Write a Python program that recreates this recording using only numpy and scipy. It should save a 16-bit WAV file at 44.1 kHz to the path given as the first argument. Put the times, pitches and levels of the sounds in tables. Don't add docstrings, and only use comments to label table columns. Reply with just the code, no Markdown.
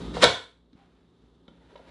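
import sys
import numpy as np
from scipy import signal
from scipy.fft import rfft, irfft, next_fast_len
from scipy.io import wavfile
from scipy.ndimage import uniform_filter1d, map_coordinates

SR = 44100
rng = np.random.default_rng(int(sys.argv[2]) if len(sys.argv) > 2 else 0)


def file_out(sig):
    cols = np.atleast_2d(sig).T
    lim = np.clip(cols, -1, 1)
    pcm = np.round(lim * 32767).astype(np.int16)
    wavfile.write(sys.argv[1], SR, pcm)


N = 83790

# pitch_hz, relative level_db, t60_s
CHOPPER_MODES = [(320, -6.5, 0.077), (485, -1.5, 0.11), (607, -2, 0.04), (719.4, -2.5, 0.057),
                 (941, 3.5, 0.017), (1050, -22, 0.039), (1345, -10, 0.074), (1536, -4, 0.033),
                 (1730, -5, 0.04), (2246, -7.5, 0.051), (3360, -1, 0.014), (3657, 0.5, 0.016),
                 (3967, -1, 0.027), (4337, 6, 0.007)]
# pitch_hz, relative level_db, t60_s
LID_MODES = [(552.5, 5, 0.041), (750, -7, 0.025), (945, -1.5, 0.056), (1380, -8, .05), (1690, -21, 0.037),
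             (1940, -16, 0.059), (2200, -11, 0.032), (3068, -12, 0.044), (3460, -6.5, .022),
             (3800, -3.5, 0.024), (4402, -25, 0.025)]
# frequency_hz, relative level_db
RUBBING_TONE = [(100, -17), (410, 0), (710, -0.5), (1210, -1), (2620, -7), (3650, -8), (5050, -18.5),
                (10000, -31)]


def amp(db):
    return 10 ** (np.asarray(db) / 20)


def unit(x):
    return x / np.sqrt(np.mean(x ** 2) + 1e-20)


def along(points, hz):
    point_hz, values = np.transpose(points)
    return np.interp(np.log(hz + 1), np.log(point_hz + 1), values)


def level(rows):
    return amp(np.interp(np.arange(N) / SR, *np.transpose(rows)))


def wobble(rate):
    knots = rng.standard_normal(int(N * rate / SR) + 4)
    return map_coordinates(knots, [np.arange(N) * rate / SR])


def coloured(x, points):
    m = 2 * next_fast_len(x.shape[-1])
    cepstrum = irfft(np.log(amp(along(points, np.fft.rfftfreq(m, 1 / SR)))))
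    cepstrum[1:m // 2] *= 2
    cepstrum[m // 2 + 1:] = 0
    response = np.exp(rfft(cepstrum))
    return irfft(rfft(x, m) * response)[..., :x.shape[-1]]


def add(track, s, sound):
    part = track[round(s * SR):][:len(sound)]
    part += sound[:len(part)]


def appliances():
    # pitch_hz, level_db before waver
    tones = [(59.1, -44), (118.3, -54.5), (172.2, -46), (237.2, -51), (268.8, -46), (355.2, -59.5),
             (1243, -64)]
    # frequency_hz, relative level_db
    air_tone = [(20, -44), (50, 6.5), (100, -4), (200, -1.5), (280, 1), (450, -2), (640, -14.5),
                (920, -13.5), (1500, -23), (2500, -34), (3600, -18), (5000, -36.5), (9000, -45.5),
                (12000, -46)]
    air_db, waver_db = -39.5, 2
    t = np.arange(N) / SR
    hum = np.zeros(N)
    for hz, db in tones:
        loudness = amp(db + waver_db * wobble(10.72)) * np.sqrt(2)
        phase = 2 * np.pi * (hz * t + rng.random()) + 0.19 * wobble(3.4)
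        hum += loudness * np.sin(phase)
    air = unit(coloured(rng.standard_normal(N), air_tone))
    return hum + amp(air_db) * air


def room_tail():
    # frequency_hz, t60_s
    decay = [(100, 0.29), (400, .3), (1200, 0.34), (3200, .35), (6000, .32), (10000, 0.37)]
    build_up_s = 0.0037
    hz, t, bins = signal.stft(rng.standard_normal(SR), SR, nperseg=256)
    fading = amp(-60 * t / along(decay, hz)[:, None])
    spectrum = rfft(signal.istft(bins * fading, SR, nperseg=256)[1])
    power = np.convolve(np.abs(spectrum) ** 2, np.hanning(81), "same")
    tail = irfft(spectrum / np.sqrt(power))[:SR // 2]
    tail = tail * (1 - np.exp(-(np.arange(len(tail)) / SR / build_up_s) ** 2))
    return tail / np.linalg.norm(tail)


def kitchen(x, room_db, count=4):
    hop_s = 0.008
    turn = np.arange(N) / SR / hop_s
    room = np.zeros(N)
    for k in range(count):
        share = np.sin(np.pi / 2 * np.minimum((turn - k) % count, 2))
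        room += signal.fftconvolve(x * share, room_tail())[:N]
    return x + amp(room_db) * room


def microphones(mid):
    # frequency_hz, relative level_db
    width = [(60, -29), (150, -30.5), (400, -31.5), (1420, -20.5), (4090, -19), (11800, -4)]
    scatter = irfft(np.exp(2j * np.pi * rng.random(size=129)))
    side = coloured(signal.fftconvolve(mid, scatter)[:N], width)
    return np.array([mid + side, mid - side])


def sleeve():
    # time_s, level_db before flutter
    brushing = [(0, -51), (.14, -59), (.6, -61), (.76, -55), (1.1, -56), (1.25, -53.5), (1.38, -56.5),
                (1.6, -55.5), (1.89, -66)]
    # frequency_hz, relative level_db
    cloth_tone = [(200, -8.5), (900, 3.5), (2400, -4.5), (3700, 1.05), (5000, -7), (9000, -17),
                  (12000, -21.5)]
    flutter_db = 1.5
    rustle = unit(coloured(rng.standard_normal(N), cloth_tone))
    return rustle * level(brushing) * amp(flutter_db * wobble(57))


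def counter():
    # pitch_hz, level_db, t60_s
    worktop = [(65.46, -7, 0.28), (98.4, -6.5, 0.38), (128, 8, 0.12), (168.2, -0.5, 0.16), (367, -24, 0.22)]
    slam_s, rise_s = 0.245, 0.008
    out, t = np.zeros(N), np.arange(SR // 2) / SR
    boom = sum(amp(db - 60 * t / t60) * np.sin(2 * np.pi * hz * t) for hz, db, t60 in worktop)
    add(out, slam_s, boom * (1 - np.exp(-t / rise_s)))
    return out


def thumps():
    # start_s, level_db, pitch_hz, t60_s
    blows = [(0.2377, -1, 382, 0.0082), (0.731, -8, 264, 0.032), (0.7517, -0.5, 197, 0.017),
             (1.237, -15, 260.1, .03), (1.4813, -10.5, 218.4, .032), (1.512, -12, 244, 0.034),
             (1.7272, -10, 422, 0.024)]
    rise_s = 0.0054
    out, t = np.zeros(N), np.arange(SR // 4) / SR
    for s, db, hz, t60 in blows:
        envelope = amp(db - 60 * t / t60) * (1 - np.exp(-t / rise_s))
        add(out, s, envelope * np.sin(2 * np.pi * hz * t))
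    return out


def ring(modes, bright_hz):
    contact_tilt = 0.69
    t = np.arange(SR // 4) / SR
    out = np.zeros(len(t))
    for hz, db, t60 in modes:
        ratio = hz / bright_hz
        drive = ratio ** contact_tilt / np.hypot(1, ratio ** 3)
        decay = amp(db + rng.normal(0, 1) - 60 * t / t60)
        out += decay * drive * np.sin(2 * np.pi * (hz * t + rng.random()))
    return out


def grains(curve, rate, spread_db, spectrum, ring_db, body):
    happens = rng.random(N) < rate / SR
    strength = amp(spread_db * np.clip(rng.standard_normal(N), -2, 2))
    snaps = happens * rng.choice([-1, 1], N) * strength
    force = unit(snaps) * level(curve)
    tick = coloured(signal.unit_impulse(len(body)), spectrum)
    answer = tick / np.linalg.norm(tick) + amp(ring_db) * body / np.linalg.norm(body)
    return signal.fftconvolve(force, answer)[:N]


def knocks(contacts, modes, crack_t60_s):
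    # frequency_hz, relative level_db
    crack_tone = [(40, -46), (100, -23), (300, -8), (1000, -3.5), (2600, -6.5), (3650, 3.5), (4900, -4),
                  (6500, -10), (9000, -21), (11500, -34)]
    crack_brighter, contact_s = 1.8, 0.00035
    out, t = np.zeros(N), np.arange(SR // 4) / SR
    for s, ring_db, crack_db, bright_hz in contacts:
        cutoff_hz = min(crack_brighter * bright_hz, SR / 3)
        soften = signal.butter(2, cutoff_hz, fs=SR, output="sos")
        noise = coloured(rng.standard_normal(len(t)), crack_tone)
        crack = unit(signal.sosfilt(soften, noise)) * amp(crack_db - 60 * t / crack_t60_s)
        ringing = amp(ring_db) * ring(modes, bright_hz)
        add(out, s, (crack + ringing) * (1 - np.exp(-t / contact_s)))
    return out


def squeak():
    # time_s, peak level_db, pitch_hz before jitter
    glide = [(.755, -72, 750), (.772, -43, 755), (.795, -40.5, 793), (.825, -36.5, 798), (.85, -54, 770),
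             (.87, -78, 775)]
    jitter = 0.011
    t = np.arange(N) / SR
    s, db, hz = np.transpose(glide)
    pitch = np.interp(t, s, hz) * (1 + jitter * wobble(150))
    loudness = np.interp(t, s, amp(db), left=0, right=0)
    return loudness * np.sin(2 * np.pi * np.cumsum(pitch) / SR)


def hand_slide():
    # time_s, level_db of the snaps
    stroke = [(.721, -71.5), (.766, -42.5), (.841, -44), (.881, -50), (1.01, -50), (1.121, -70),
              (1.251, -53.5), (1.41, -73.5)]
    slips_per_s, spread_db, ring_db = 1200, 3, -9.5
    body = ring(CHOPPER_MODES, bright_hz=895)
    return grains(stroke, slips_per_s, spread_db, RUBBING_TONE, ring_db, body)


def peg_scrape():
    # time_s, level_db of the snaps
    lift = [(1.451, -71), (1.521, -49.5), (1.571, -51), (1.621, -48.5), (1.685, -46), (1.708, -40.5),
            (1.746, -45), (1.776, -41), (1.831, -45), (1.891, -38)]
    catches_per_s, spread_db, ring_db = 3200, 2, -0.5
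    body = ring(LID_MODES, bright_hz=1200)
    return grains(lift, catches_per_s, spread_db, RUBBING_TONE, ring_db, body)


def lid_clicks():
    # start_s, relative ring_db, crack_db, brightness_hz
    contacts = [(1.4803, -20.5, -36.5, 4390), (1.4828, -26, -43.5, 1191), (1.706, -31, -45.5, 1300),
                (1.7555, -19.5, -30.5, 1054), (1.7592, -21.5, -35, 2860), (1.777, -30.5, -39, 2493),
                (1.7955, -24.5, -55, 520), (1.7992, -20, -51, 601), (1.891, -29.5, -48, 2450)]
    return knocks(contacts, LID_MODES, crack_t60_s=0.032)


def slam():
    # start_s, relative ring_db, crack_db, brightness_hz
    contacts = [(.1686, -25, -34.5, 740), (0.2319, -13, -26, 1410), (.2366, 5.5, -7.5, 560),
                (.2405, 22, 13.5, 3700), (.2442, 18, 14.5, 1994), (.7306, -38, -38, 3800)]
    return knocks(contacts, CHOPPER_MODES, crack_t60_s=0.03)


def onion_and_slam_wash():
    # time_s, level_db of the snaps
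    crunch = [(.13, -59), (.146, -39), (.17, -41.5), (.195, -44), (.214, -35), (.22, -24), (.23, -13.5),
              (.238, -7.5), (.243, 14), (.252, 9), (.271, -46), (.3, -91.5)]
    # frequency_hz, relative level_db
    snap_tone = [(50, -31), (130, -14), (330, 1.5), (700, 1), (1300, -2), (2500, -5.5), (3700, -1.5),
                 (5000, -9.5), (8000, -17.5), (11000, -30)]
    snaps_per_s, spread_db, ring_db = 3400, 2.5, -1
    body = ring(CHOPPER_MODES, bright_hz=1200)
    return grains(crunch, snaps_per_s, spread_db, snap_tone, ring_db, body)


def scene():
    background = appliances() + sleeve()
    board = kitchen(thumps() + counter(), room_db=-12.5)
    rubbing = kitchen(hand_slide() + peg_scrape() + squeak(), room_db=-5.5)
    opening = kitchen(lid_clicks(), room_db=-7.5)
    closing = kitchen(slam(), room_db=-5.5)
    crunching = kitchen(onion_and_slam_wash(), room_db=0.56)
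    return microphones(background + board + rubbing + opening + closing + crunching)


def record(dry):
    threshold_db, range_db, recovery_db_per_s, detector_s = -14.5, 28, 4.5, 0.0052
    ceiling, low_cut_hz, top_hz = 0.68, 24, 11200
    t, keep = np.arange(N) / SR, np.exp(-1 / (detector_s * SR))
    power = signal.lfilter([1 - keep], [1, -keep], np.mean(dry ** 2, axis=0))
    excess_db = np.clip(10 * np.log10(power + 1e-12) - threshold_db, 0, range_db)
    recovered_db = recovery_db_per_s * t
    gain_db = recovered_db - np.maximum.accumulate(excess_db + recovered_db)
    x = dry * amp(uniform_filter1d(gain_db, size=32))
    x = x / (1 + (x / ceiling) ** 6) ** (1 / 6)
    x = signal.sosfilt(signal.butter(2, low_cut_hz, "high", fs=SR, output="sos"), x)
    return signal.sosfilt(signal.ellip(10, .1, 80, top_hz, fs=SR, output="sos"), x)


dry = scene()
out = record(dry)
file_out(out)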